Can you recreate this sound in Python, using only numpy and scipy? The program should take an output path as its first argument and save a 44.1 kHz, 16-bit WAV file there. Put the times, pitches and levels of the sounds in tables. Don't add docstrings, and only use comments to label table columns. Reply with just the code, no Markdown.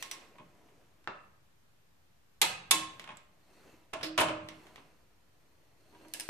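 import sys
import numpy as np
from scipy import signal
from scipy.fft import rfft, irfft
from scipy.io import wavfile
from scipy.ndimage import uniform_filter1d

SR = 44100
rng = np.random.default_rng(int(sys.argv[2]) if len(sys.argv) > 2 else 0)


def to_wav(s):
    ch = np.atleast_2d(s).T
    pcm = np.round(np.clip(ch, -1, 1) * 32767)
    wavfile.write(sys.argv[1], SR, pcm.astype(np.int16))


def amplitude_ratio(level_db):
    exponent = np.asarray(level_db, float) / 20
    return 10 ** exponent


N = 277561


def evened(x):
    return x / np.sqrt(np.mean(x ** 2) + 1e-20)


def read(points, hz):
    f, value = np.transpose(points)
    return np.interp(np.log(hz + 1), np.log(f + 1), value)


def add(mix, s, sound):
    part = mix[round(s * SR):][:len(sound)]
    part += sound[:len(part)]


def causal(db, size=4096):
    cepstrum = irfft(np.maximum(db, -100) * np.log(10) / 20, size)
    cepstrum[1:size // 2] *= 2
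    cepstrum[size // 2 + 1:] = 0
    return irfft(np.exp(rfft(cepstrum)), size)[:size // 2]


def noise(db, same, size):
    a, b, c, d = rng.standard_normal((db.shape[1], db.shape[0], 4)).T
    same = np.clip(same, -1, 1)[:, None]
    left = a + 1j * b
    right = same * left + np.sqrt(1 - same ** 2) * (c + 1j * d)
    z = np.array([left, right]) * amplitude_ratio(db)
    return signal.istft(z, SR, nperseg=size, noverlap=size * 3 // 4)[1]


def levelled(x, narrow, wide):
    power = np.mean([abs(rfft(v, 65536)) ** 2 for v in x], 0)
    fine = uniform_filter1d(power, size=16 * narrow)[::16]
    broad = uniform_filter1d(power, size=16 * wide)[::16]
    return signal.fftconvolve(x, causal(-10 * np.log10(fine / broad + 1e-9))[None], axes=1)


def ringing(modes, t, longest, swell):
    shapes = []
    for (hz, db, t60), split in zip(modes, rng.random((len(modes), 3))):
        t60 = np.clip(t60, .02, longest * min(1, 1100 / hz) ** 0.42)
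        cluster = np.zeros(len(t))
        for weight, offset, d in zip((1, .5, .35), (0, .007, -.012), split):
            if offset:
                weight *= min(1, hz / 900)
            cluster += weight * np.sin(2 * np.pi * hz * (1 + offset * (.4 + d)) * t)
        rise_s = swell * (1000 / hz) ** (.35 if hz < 1000 else 2.1)
        shapes.append(amplitude_ratio(db - 60 * t / t60) * cluster * (1 - np.exp(-t / rise_s)))
    return np.array(shapes)


def blows(events, tone, modes, rattle, longest, swell=0.01, vary_db=1.5, thin_db=-6):
    out, hz = np.zeros((3, N)), np.fft.rfftfreq(4096, 1 / SR)
    t = np.arange(max(round(longest * SR), 4000)) / SR
    rattle = max(rattle, 3e-4)
    shapes = ringing(modes, t, longest, swell)
    mode_hz = np.transpose(modes)[0]
    brief = t[:3000]
    for s, peak_db, bright_db, ring_db in events:
        draw, spot = rng.standard_normal((3, 3000)), rng.standard_normal(len(modes))
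        onset = np.minimum(brief / (.14 * rattle), 1)
        force = np.exp(0.24 * draw[2] - brief / rattle) * onset
        tilt = [(300, -bright_db), (1500, 0.012), (3000, 0.011), (8000, bright_db)]
        colour = read(tone, hz) + read(tilt, hz)
        click = causal(colour)
        near = causal(colour + read([(700, thin_db), (2000, 0.02)], hz))
        grains = [levelled(d[None] * force, narrow=40, wide=600)[0] for d in draw[:2]]
        cracks = signal.fftconvolve(grains, near[None], axes=1)
        ring = amplitude_ratio(read(tilt, mode_hz) + vary_db * spot) @ shapes
        ring = ring / ring[:2000].std()
        gain = amplitude_ratio(peak_db - 9.0) / np.linalg.norm(click)
        room_crack = np.linalg.norm(force) * click
        for row, crack, send_db in zip(out, [*cracks, room_crack], (0, 0, -10)):
            add(row, s, gain * crack)
            add(row, s, amplitude_ratio(peak_db + ring_db + send_db - 18) * ring)
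    return out


# pitch_hz, level_db (per Hz)
HISS = [(18, -44), (30, -22.5), (49, -3.5), (101, -4.5), (249, -13.5), (451, -16.5), (795, -18),
        (1080, -19), (1860, -20.5), (2060, -22.5), (2230, -22), (6770, -29), (10500, -32), (14300, -30)]
# pitch_hz, left_right_likeness
HISS_SAME = [(30, .8), (60, .72), (150, .35), (380, .1), (950, 0), (15000, 0)]


def hiss():
    hz, frames = np.fft.rfftfreq(2048, 1 / SR), N // 512 + 5
    patches = rng.standard_normal((frames, len(hz))).T
    patches = evened(uniform_filter1d(uniform_filter1d(patches, 8, 0), 6, 1))
    field_db = read(HISS, hz)[:, None] + 0.9 * patches
    return amplitude_ratio(-68.5) * evened(noise(field_db, read(HISS_SAME, hz), size=2048))[:, :N]


# pitch_hz, t60_s, level_db
SCUFFS = [(315, 0.059, 4), (407, 0.059, -1.5), (632, .08, -2.5), (714, 0.067, 0.5), (970, 0.13, -6.5),
          (1505, 0.035, -8), (2086, 0.025, -8)]


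def scuffs(per_s=160, spread_db=3.5):
    size = amplitude_ratio(spread_db * np.minimum(rng.exponential(1, N), 3)) * (rng.random(N) < per_s / SR)
    kind, t = rng.integers(0, len(SCUFFS), N), np.arange(3000) / SR
    total = np.zeros(N)
    for k, (f, t60, db) in enumerate(SCUFFS):
        ring = amplitude_ratio(db - 60 * t / t60) * np.sin(2 * np.pi * f * t) * (1 - np.exp(-t / 0.001))
        total += signal.oaconvolve(size * (kind == k), ring)[:N]
    return evened(total)


# fastest_s (moment of fastest motion), length_s, rustle_db, lift_scrape_db,
# settle_scrape_db
MOVES = [(0.01, 0.36, -64, -52.5, -53.5), (0.206, 0.9, -61.5, -72, -78), (0.68, 1.65, -67, -104, -99),
         (2.921, 0.67, -61.5, -74, -65), (3.58, 0.64, -74, -69, -88), (3.67, 0.75, -61.5, -77.5, -77),
         (3.725, 0.55, -84, -85, -66), (4.649, 1.21, -61, -68.5, -70), (5.55, 1.6, -74, -79, -86),
         (6.024, 0.84, -64, -68, -71), (6.212, 0.34, -60, -56, -61)]
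# pitch_hz, level_db (per Hz)
RUSTLE = [(35, -46), (60, -20.5), (213, -11), (400, -8.5), (477, -10), (1600, -21), (2620, -22.5),
          (4000, -31.5), (6000, -30), (12000, -39.5)]
# pitch_hz, width_hz, level_db
LIFT = [(2000, 90, -5), (4300, 140, 0), (6100, 300, -12), (8650, 120, -8)]
# pitch_hz, width_hz, level_db
SETTLE = [(2050, 200, -3), (2660, 70, 4), (4290, 200, -12), (6300, 350, -12)]


def handling(speed_up=0.53, still_db=-24):
    hz, t = np.fft.rfftfreq(512, 1 / SR), np.arange(N // 128 + 5) * 128 / SR
    s, length, *peak_db = np.transpose(MOVES)[:, :, None]
    slowing = np.maximum((s - t) / (speed_up * length), (t - s) / ((1 - speed_up) * length))
    move_db = np.array(peak_db) + still_db * slowing ** 1.36
    rustle, *scrapes = np.sqrt((amplitude_ratio(move_db) ** 2).sum(1))
    patches = rng.standard_normal((len(t), len(hz))).T
    patches = evened(uniform_filter1d(uniform_filter1d(patches, 5, 0), 12, 1))
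    grit = evened(rng.standard_normal(len(t)))
    cloth = evened(noise(read(RUSTLE, hz)[:, None] + 1.8 * patches, .8 + 0 * hz, size=512))
    steel = 0
    for peaks, level in zip((LIFT, SETTLE), scrapes):
        band = amplitude_ratio(-43.0) * (hz > 1500)
        for f, width, db in peaks:
            band = band + amplitude_ratio(2 * db) / (1 + ((hz - f) / width * 2) ** 2)
        steel = steel + np.outer(band / band.mean(), level ** 2)
    slide_db = 10 * np.log10(steel + 1e-20) + 2.3 * grit + 1.1 * patches - 27
    slide = noise(slide_db, .5 + 0 * hz, size=512)
    speed = np.interp(np.arange(N) / SR, t, rustle)
    return (cloth[:, :N] + amplitude_ratio(-6) * scuffs()) * speed + slide[:, :N]


# start_s, level_db (peak), brightness_db, ring_db (against the crack)
TICKS = [
    (0.0253, -18.5, 9.5, -15),
    (0.1126, -18, 11, -11.5),
    (2.9961, -25.5, 1.5, -29),
    (4.4872, -24.5, 0, -16),
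    (4.7586, -32, -1, -26),
]
# pitch_hz, level_db (per Hz)
TICK_TONE = [(70, -46), (160, -14.5), (751, -3.5), (1060, -1.5), (1510, -8), (1940, 0.5), (3620, -4.5),
             (4140, -8), (4480, -10.5), (8490, -19), (13500, -24), (15500, -27.5)]
# pitch_hz, level_db, t60_s
TICK_RING = [(1080, 3, .5), (2190, 9, .04), (2934, -1, .2), (3187, -6, .2), (4190, 5, .05), (4888, -10, .2),
             (5230, -6, .2), (5868, 4, .1), (8075, 0, .08), (9500, -6, .08)]


def ticks():
    return blows(TICKS, TICK_TONE, TICK_RING, rattle=0.00147, longest=0.6, swell=0.0044, vary_db=2.0)


# start_s, level_db (peak), brightness_db, ring_db
KNOCKS = [(0.218, -46, 7, -3), (0.355, -47, -1, -5), (0.383, -41, 13, 1), (0.396, -36, -10.5, -3),
          (0.686, -48, -1, -36), (3.0407, -32.5, 14, -28), (3.075, -32.5, 7.5, -10), (3.09, -30, 7.5, -2),
          (3.104, -32, 5.5, -18), (3.118, -44, 18, 1), (4.667, -42, 18, -31), (4.779, -36.5, -4.5, -18)]
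# pitch_hz, level_db (per Hz)
KNOCK_TONE = [(55, -63), (100, -8), (196, -6.5), (497, -12), (998, -6.5), (1400, -12.5), (3250, -16),
              (4370, -32.5), (13400, -54), (15500, -62)]
# pitch_hz, level_db, t60_s
KNOCK_RING = [(180, -6, .15), (604, -11, 0.7), (870, -7, 0.15), (972, 0, 0.14), (1065, -2, 0.17),
              (1095, -3, .15), (2200, -8, 0.06), (2500, -5, .05)]


def knocks():
    return blows(KNOCKS, KNOCK_TONE, KNOCK_RING, rattle=0.0033, longest=0.43, swell=0.0076)


# start_s, level_db (peak), brightness_db, ring_db
SLACK = [
    (1.042, -45, 22, -25),
    (1.0745, -16.5, 6, -10),
    (1.083, -34, -22, -1),
]
# pitch_hz, level_db (per Hz)
SLACK_TONE = [(59, -30), (100, -13), (487, -7), (900, -4.5), (1350, -5), (2730, -15.5), (3070, -21.5),
              (3610, -21.5), (8370, -49), (10200, -49), (12000, -54), (15600, -80), (22000, -120)]
# pitch_hz, level_db, t60_s
SLACK_RING = [(189, -1, .12), (388, 2, .13), (608, -3, .45), (872, 1, .35), (1066, -4, .5), (1147, 1, .3),
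              (1265, -2, .42), (1303, 1, .33), (1340, 13, .03), (1421, -7, .35), (1744, -2, .28),
              (2690, -1, .5), (3560, -6, .2), (3994, -14, .2)]


def slack():
    return blows(SLACK, SLACK_TONE, SLACK_RING, rattle=0.0015, longest=0.57, swell=0.001,
                 vary_db=0.5, thin_db=-8)


# start_s, level_db
SHAKES = [
    (1.08, -64),
    (2.42, -47),
    (2.73, -49.5),
    (3.102, -67),
    (3.94, -49),
    (4.19, -40),
]
# pitch_hz, level_db (per Hz)
TRESTLE = [(30, -22), (55, -9), (90, 5), (190, 6.5), (280, -9), (500, -67.5)]


def trestles(rise_s=0.12, t60_s=0.94):
    hz, t, level = np.fft.rfftfreq(2048, 1 / SR), np.arange(SR) / SR, np.zeros(N)
    for s, db in SHAKES:
        add(level, s, amplitude_ratio(db - 60 * t / t60_s) * (1 - np.exp(-t / rise_s)))
    field_db = read(TRESTLE, hz)[:, None] + np.zeros(N // 512 + 5)
    return level * evened(noise(field_db, 1.1 + 0 * hz, size=2048))[:, :N]


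# start_s, level_db (peak), brightness_db, ring_db
BREAK = [
    (2.4152, -5.5, 2, -11.5),
    (2.4176, -10, 5, -30),
    (2.4215, -11.5, -1.5, -30),
    (2.427, -11, -2.5, -30),
]
# pitch_hz, level_db (per Hz)
BREAK_TONE = [(88, -49), (150, -22), (530, -13.5), (850, -6), (1500, -11.5), (2100, -7.5), (2600, -6),
              (2810, -8), (4140, -8), (5130, -15), (8010, -13.5), (13500, -18.5), (14300, -22),
              (15500, -54.5)]
# pitch_hz, level_db, t60_s
BREAK_RING = [(183, -6, .3), (330, -9, .3), (868, 5, 0.15), (1075, -1, 0.3), (1744, -8, .3),
              (2035, -2, 0.35), (2606, 0, 0.25), (2671, 9, 0.42), (3505, -3, 0.25), (4145, 2, 0.25),
              (4640, -8, 0.25), (8500, 3, 0.08), (9570, -1.5, 0.1), (3000, -5, 0.25)]


def break_over():
    return blows(BREAK, BREAK_TONE, BREAK_RING, rattle=0.0037, longest=1.2, swell=.008,
                 vary_db=3.1, thin_db=-10)


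# start_s, level_db (peak), brightness_db, ring_db
RESET = [
    (2.709, -9, 1.5, -25.5),
    (2.7113, -4, -1.5, -6.5),
    (2.7143, -9.5, 0, -24.5),
    (2.717, -13, 3.5, -25),
    (2.7245, -18, -10, -12),
]
# pitch_hz, level_db (per Hz)
RESET_TONE = [(88, -58), (150, -23), (290, -22.5), (844, -11.5), (1090, -7.5), (1290, -15), (2650, -7),
              (2980, -9), (3550, -5), (4480, -12), (9540, -8), (14300, -19.5), (15500, -33.5)]
# pitch_hz, level_db, t60_s
RESET_RING = [(183, -13, .6), (317, -9, 0.5), (1080, 7, 0.3), (1072, -7, .7), (1916, -10, 0.3),
              (2255, -12, 0.35), (2675, -3, 0.36), (3015, -7, 0.3), (3545, 12, 0.05), (3600, -4, .26),
              (4043, -9, 0.25), (7380, -3, 0.1), (8581, 4, 0.06), (9720, 5, 0.1)]


def reset():
    return blows(RESET, RESET_TONE, RESET_RING, rattle=0.0036, longest=0.91, swell=0.03,
                 vary_db=0.04, thin_db=-4.5)


# start_s, level_db (peak), brightness_db, ring_db
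PINGS = [
    (3.0175, -44, 8, -11),
    (3.171, -33, 4, -12),
]
# pitch_hz, level_db, t60_s
PING_RING = [(1500, 4, .03), (4600, -10, .03), (6900, -3, .025), (7700, 2, .035), (8300, -4, .03),
             (11200, -8, .03)]


def pings():
    return blows(PINGS, TICK_TONE, PING_RING, rattle=0.0007, longest=.2, swell=0.00054, vary_db=5.5)


# start_s, level_db (peak), brightness_db, ring_db
LANDING = [
    (3.931, -28, -14, -23),
    (3.934, -23, 3, -3),
    (3.945, -33, -9.5, -2.5),
    (4.01, -31, -3, -16),
]
# pitch_hz, level_db (per Hz)
SEAT_TONE = [(71, -20), (120, -12.5), (519, -8.5), (636, -3), (812, -4), (936, 0), (1690, -7), (1870, -10),
             (2590, -5), (4570, -18.5), (9510, -25.5), (14300, -35), (15500, -93)]
# pitch_hz, level_db, t60_s
LANDING_RING = [(322, -7, .7), (576, -5, .4), (610, 0, .4), (650, 3, .4), (900, -4, .2), (1087, -4, .3),
                (1373, -6, .2), (1744, -9, .15), (2250, -8, .1), (2638, -10, .18), (2864, -15, .3)]


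def landing():
    return blows(LANDING, SEAT_TONE, LANDING_RING, rattle=0.0067, longest=.8, vary_db=4.0)


# start_s, level_db (peak), brightness_db, ring_db
DROP = [
    (4.029, -25.5, 2, -1.5),
]
# pitch_hz, level_db (per Hz)
DROP_TONE = [(88, -39.5), (150, -11.5), (244, -25), (314, -9), (450, -15.5), (656, -2.5), (812, -29),
             (1060, -15.5), (1170, -15.5), (4390, -15.5), (5130, -14), (6350, -29), (12500, -32),
             (15500, -60)]
# pitch_hz, level_db, t60_s
DROP_RING = [(316, 20, 1.4), (650, 11, 0.25), (607, 7, .3), (4950, 4, .15), (1095, 6, 0.2)]


def drop():
    return blows(DROP, DROP_TONE, DROP_RING, rattle=0.031, longest=0.94, swell=0.02, vary_db=-4.0)


# start_s, level_db (peak), brightness_db, ring_db
SEAT = [
    (4.177, -13, 5.5, -9.5),
    (4.185, -12, -0.5, -31),
    (4.196, -13, -4, -0.5),
    (4.203, -22.5, 64, -26),
    (4.211, -13, 2.5, -2),
    (4.223, -39, -23, 9.5),
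    (4.238, -41.5, 8, -31),
    (4.284, -21, -7, -0.5),
]
# pitch_hz, level_db, t60_s
HOUSING_RING = [(316, -8, 0.7), (574, -3, .35), (605, -1, 0.42), (645, 0, 0.37), (1066, -2, 0.3),
                (1092, -4, .22), (1258, -17, 0.25), (935, -1, 0.16), (745, -12, 0.15), (1760, -9, 0.25),
                (1618, -12, 0.35), (2196, -12, 0.35), (3040, -5, 0.4), (1443, -11, 0.27)]


def seating():
    return blows(SEAT, SEAT_TONE, HOUSING_RING, rattle=0.0091, longest=1.0, swell=0.011, vary_db=-0.5)


# start_s, level_db (peak), brightness_db, ring_db
NUDGES = [(5.925, -51, 0, 2.5), (5.948, -48, 6, 2), (6.012, -46.5, -2, 1.5), (6.048, -45, -1.5, 4),
          (6.14, -53, 5, 7), (6.205, -45, 8, 0.5)]
# pitch_hz, level_db, t60_s
NUDGE_RING = [(318, 2, .3), (400, -4, .12), (590, -3, .15), (720, -6, .1), (960, -1, .1), (1600, -9, .08)]


def nudges():
    return blows(NUDGES, KNOCK_TONE, NUDGE_RING, rattle=0.0047, longest=.4, swell=0.0084)


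# start_s, level_db (peak), brightness_db, ring_db
CHINKS = [
    (6.083, -44, 3, -18.5),
    (6.137, -19, 4.5, -18),
    (6.1444, -34, -16, 0.5),
    (6.198, -21.5, 3.5, -8),
    (6.2066, -27, 3, -5),
]
# pitch_hz, level_db (per Hz)
CHINK_TONE = [(88, -50), (150, -34), (681, -2.5), (1240, -11), (1600, -4.5), (2650, 1), (3830, -2),
              (5130, -2), (7270, -5.5), (8330, 0), (14100, -9), (15500, -25)]
# pitch_hz, level_db, t60_s
CHINK_RING = [(1680, 1.5, 0.056), (2710, -3, 0.079), (2955, 0, .08), (5100, 3, 0.062), (6100, -4, 0.1),
              (8500, -7, 0.08), (9100, -19, 0.1), (9570, 4, 0.1)]


def chinks():
    return blows(CHINKS, CHINK_TONE, CHINK_RING, rattle=0.0022, longest=0.13, swell=0.0018)


# start_s, level_db (peak), brightness_db, ring_db
CLUNK = [
    (6.2895, -6, -3, -6),
]
# pitch_hz, level_db (per Hz)
CLUNK_TONE = [(120, -34), (500, -17), (900, -5.5), (1200, 0), (1620, -3.5), (2420, 3), (3600, -7.5),
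              (4310, -4.5), (5970, -24), (6650, -11), (14800, -22.5), (15500, -49.5)]


def clunk():
    return blows(CLUNK, CLUNK_TONE, SLACK_RING, rattle=0.007, longest=0.28, swell=0.0012,
                 vary_db=-2.5, thin_db=-0.5)


# pitch_hz, t60_s
GARAGE = [(150, 0.69), (400, 0.6), (1040, 0.62), (2760, 0.51), (5000, 0.41), (8000, 0.35), (13000, 0.23)]
# pitch_hz, left_right_likeness
ROOM_SAME = [(100, 0.96), (300, 0.97), (700, 0.11), (2000, 0.12), (12000, 0.027)]


def garage(x, gap=0.0011, near_share=0.35, near_db=5):
    hz, t = np.fft.rfftfreq(256, 1 / SR), np.arange(700) * 64 / SR
    walls_db = -60 * t / read(GARAGE, hz)[:, None]
    both_db = 10 * np.log10(amplitude_ratio(2 * walls_db) + amplitude_ratio(2 * (near_db + walls_db / near_share)))
    tail = noise(both_db, read(ROOM_SAME, hz), size=256)
    tail = tail * np.clip(np.arange(tail.shape[1]) / SR / gap - .5, 0, 1)
    tail = levelled(tail, narrow=5, wide=60)
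    return signal.fftconvolve(x[None], tail / np.linalg.norm(tail[0]), axes=1)[:, :N]


# pitch_hz, level_db (left minus right)
PORTS = [(60, -3), (180, -3), (550, -2.5), (1650, -1), (4970, -5), (15000, 1.5)]


def at_ports(left, right, spread, shared_hz=2190):
    late = np.pad(left, (3, 0))[:N]
    right = right + signal.lfilter(*signal.butter(1, shared_hz, fs=SR), late - right)
    lean_db = read(PORTS, np.fft.rfftfreq(4096, 1 / SR)) / 2
    ports = np.array([causal(lean_db), causal(-lean_db)])
    heard = np.array([left, right]) + amplitude_ratio(-1.5) * garage(spread)
    return signal.oaconvolve(heard, ports, axes=1)[:, :N]


def scene():
    metal = ticks() + knocks() + slack() + break_over() + reset() + pings()
    metal += landing() + drop() + seating() + nudges() + chinks() + clunk()
    return at_ports(*metal) + handling() + hiss() + trestles()


def treble_gated(x, under_db=48, patchy_db=3.5, faint_db=-88, quiet_edge_hz=14480):
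    hz, _, z = signal.stft(x, SR, nperseg=1024, noverlap=768)
    power = (abs(z) ** 2).mean(0) + 1e-20
    band_db = 10 * np.log10(uniform_filter1d(power, size=13, axis=0))
    whole_db = 10 * np.log10(power[hz > 300].sum(0))
    patches = np.kron(rng.standard_normal((power.shape[1] // 4 + 1, 43)).T, np.ones((12, 4)))
    limit_db = whole_db - under_db - 11 * np.log2(12000 / (hz[:, None] + 1))
    hidden = band_db < limit_db + patchy_db * patches[:len(hz), :len(whole_db)]
    hidden &= whole_db > -65
    faint = (hz[:, None] > quiet_edge_hz) & (band_db < faint_db)
    return signal.istft(z * ~(hidden | faint), SR, nperseg=1024, noverlap=768)[1][:, :N]


def top_cut(x):
    return signal.sosfilt(signal.butter(12, 15720, fs=SR, output="sos"), x)


def record(dry):
    lowpass = signal.firwin(255, 15700, window=("kaiser", 8), fs=SR)
    limited = signal.oaconvolve(dry, lowpass[None], "same")
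    mix = treble_gated(limited) - .0005
    return top_cut(mix)


dry = scene()
out = record(dry)
to_wav(out)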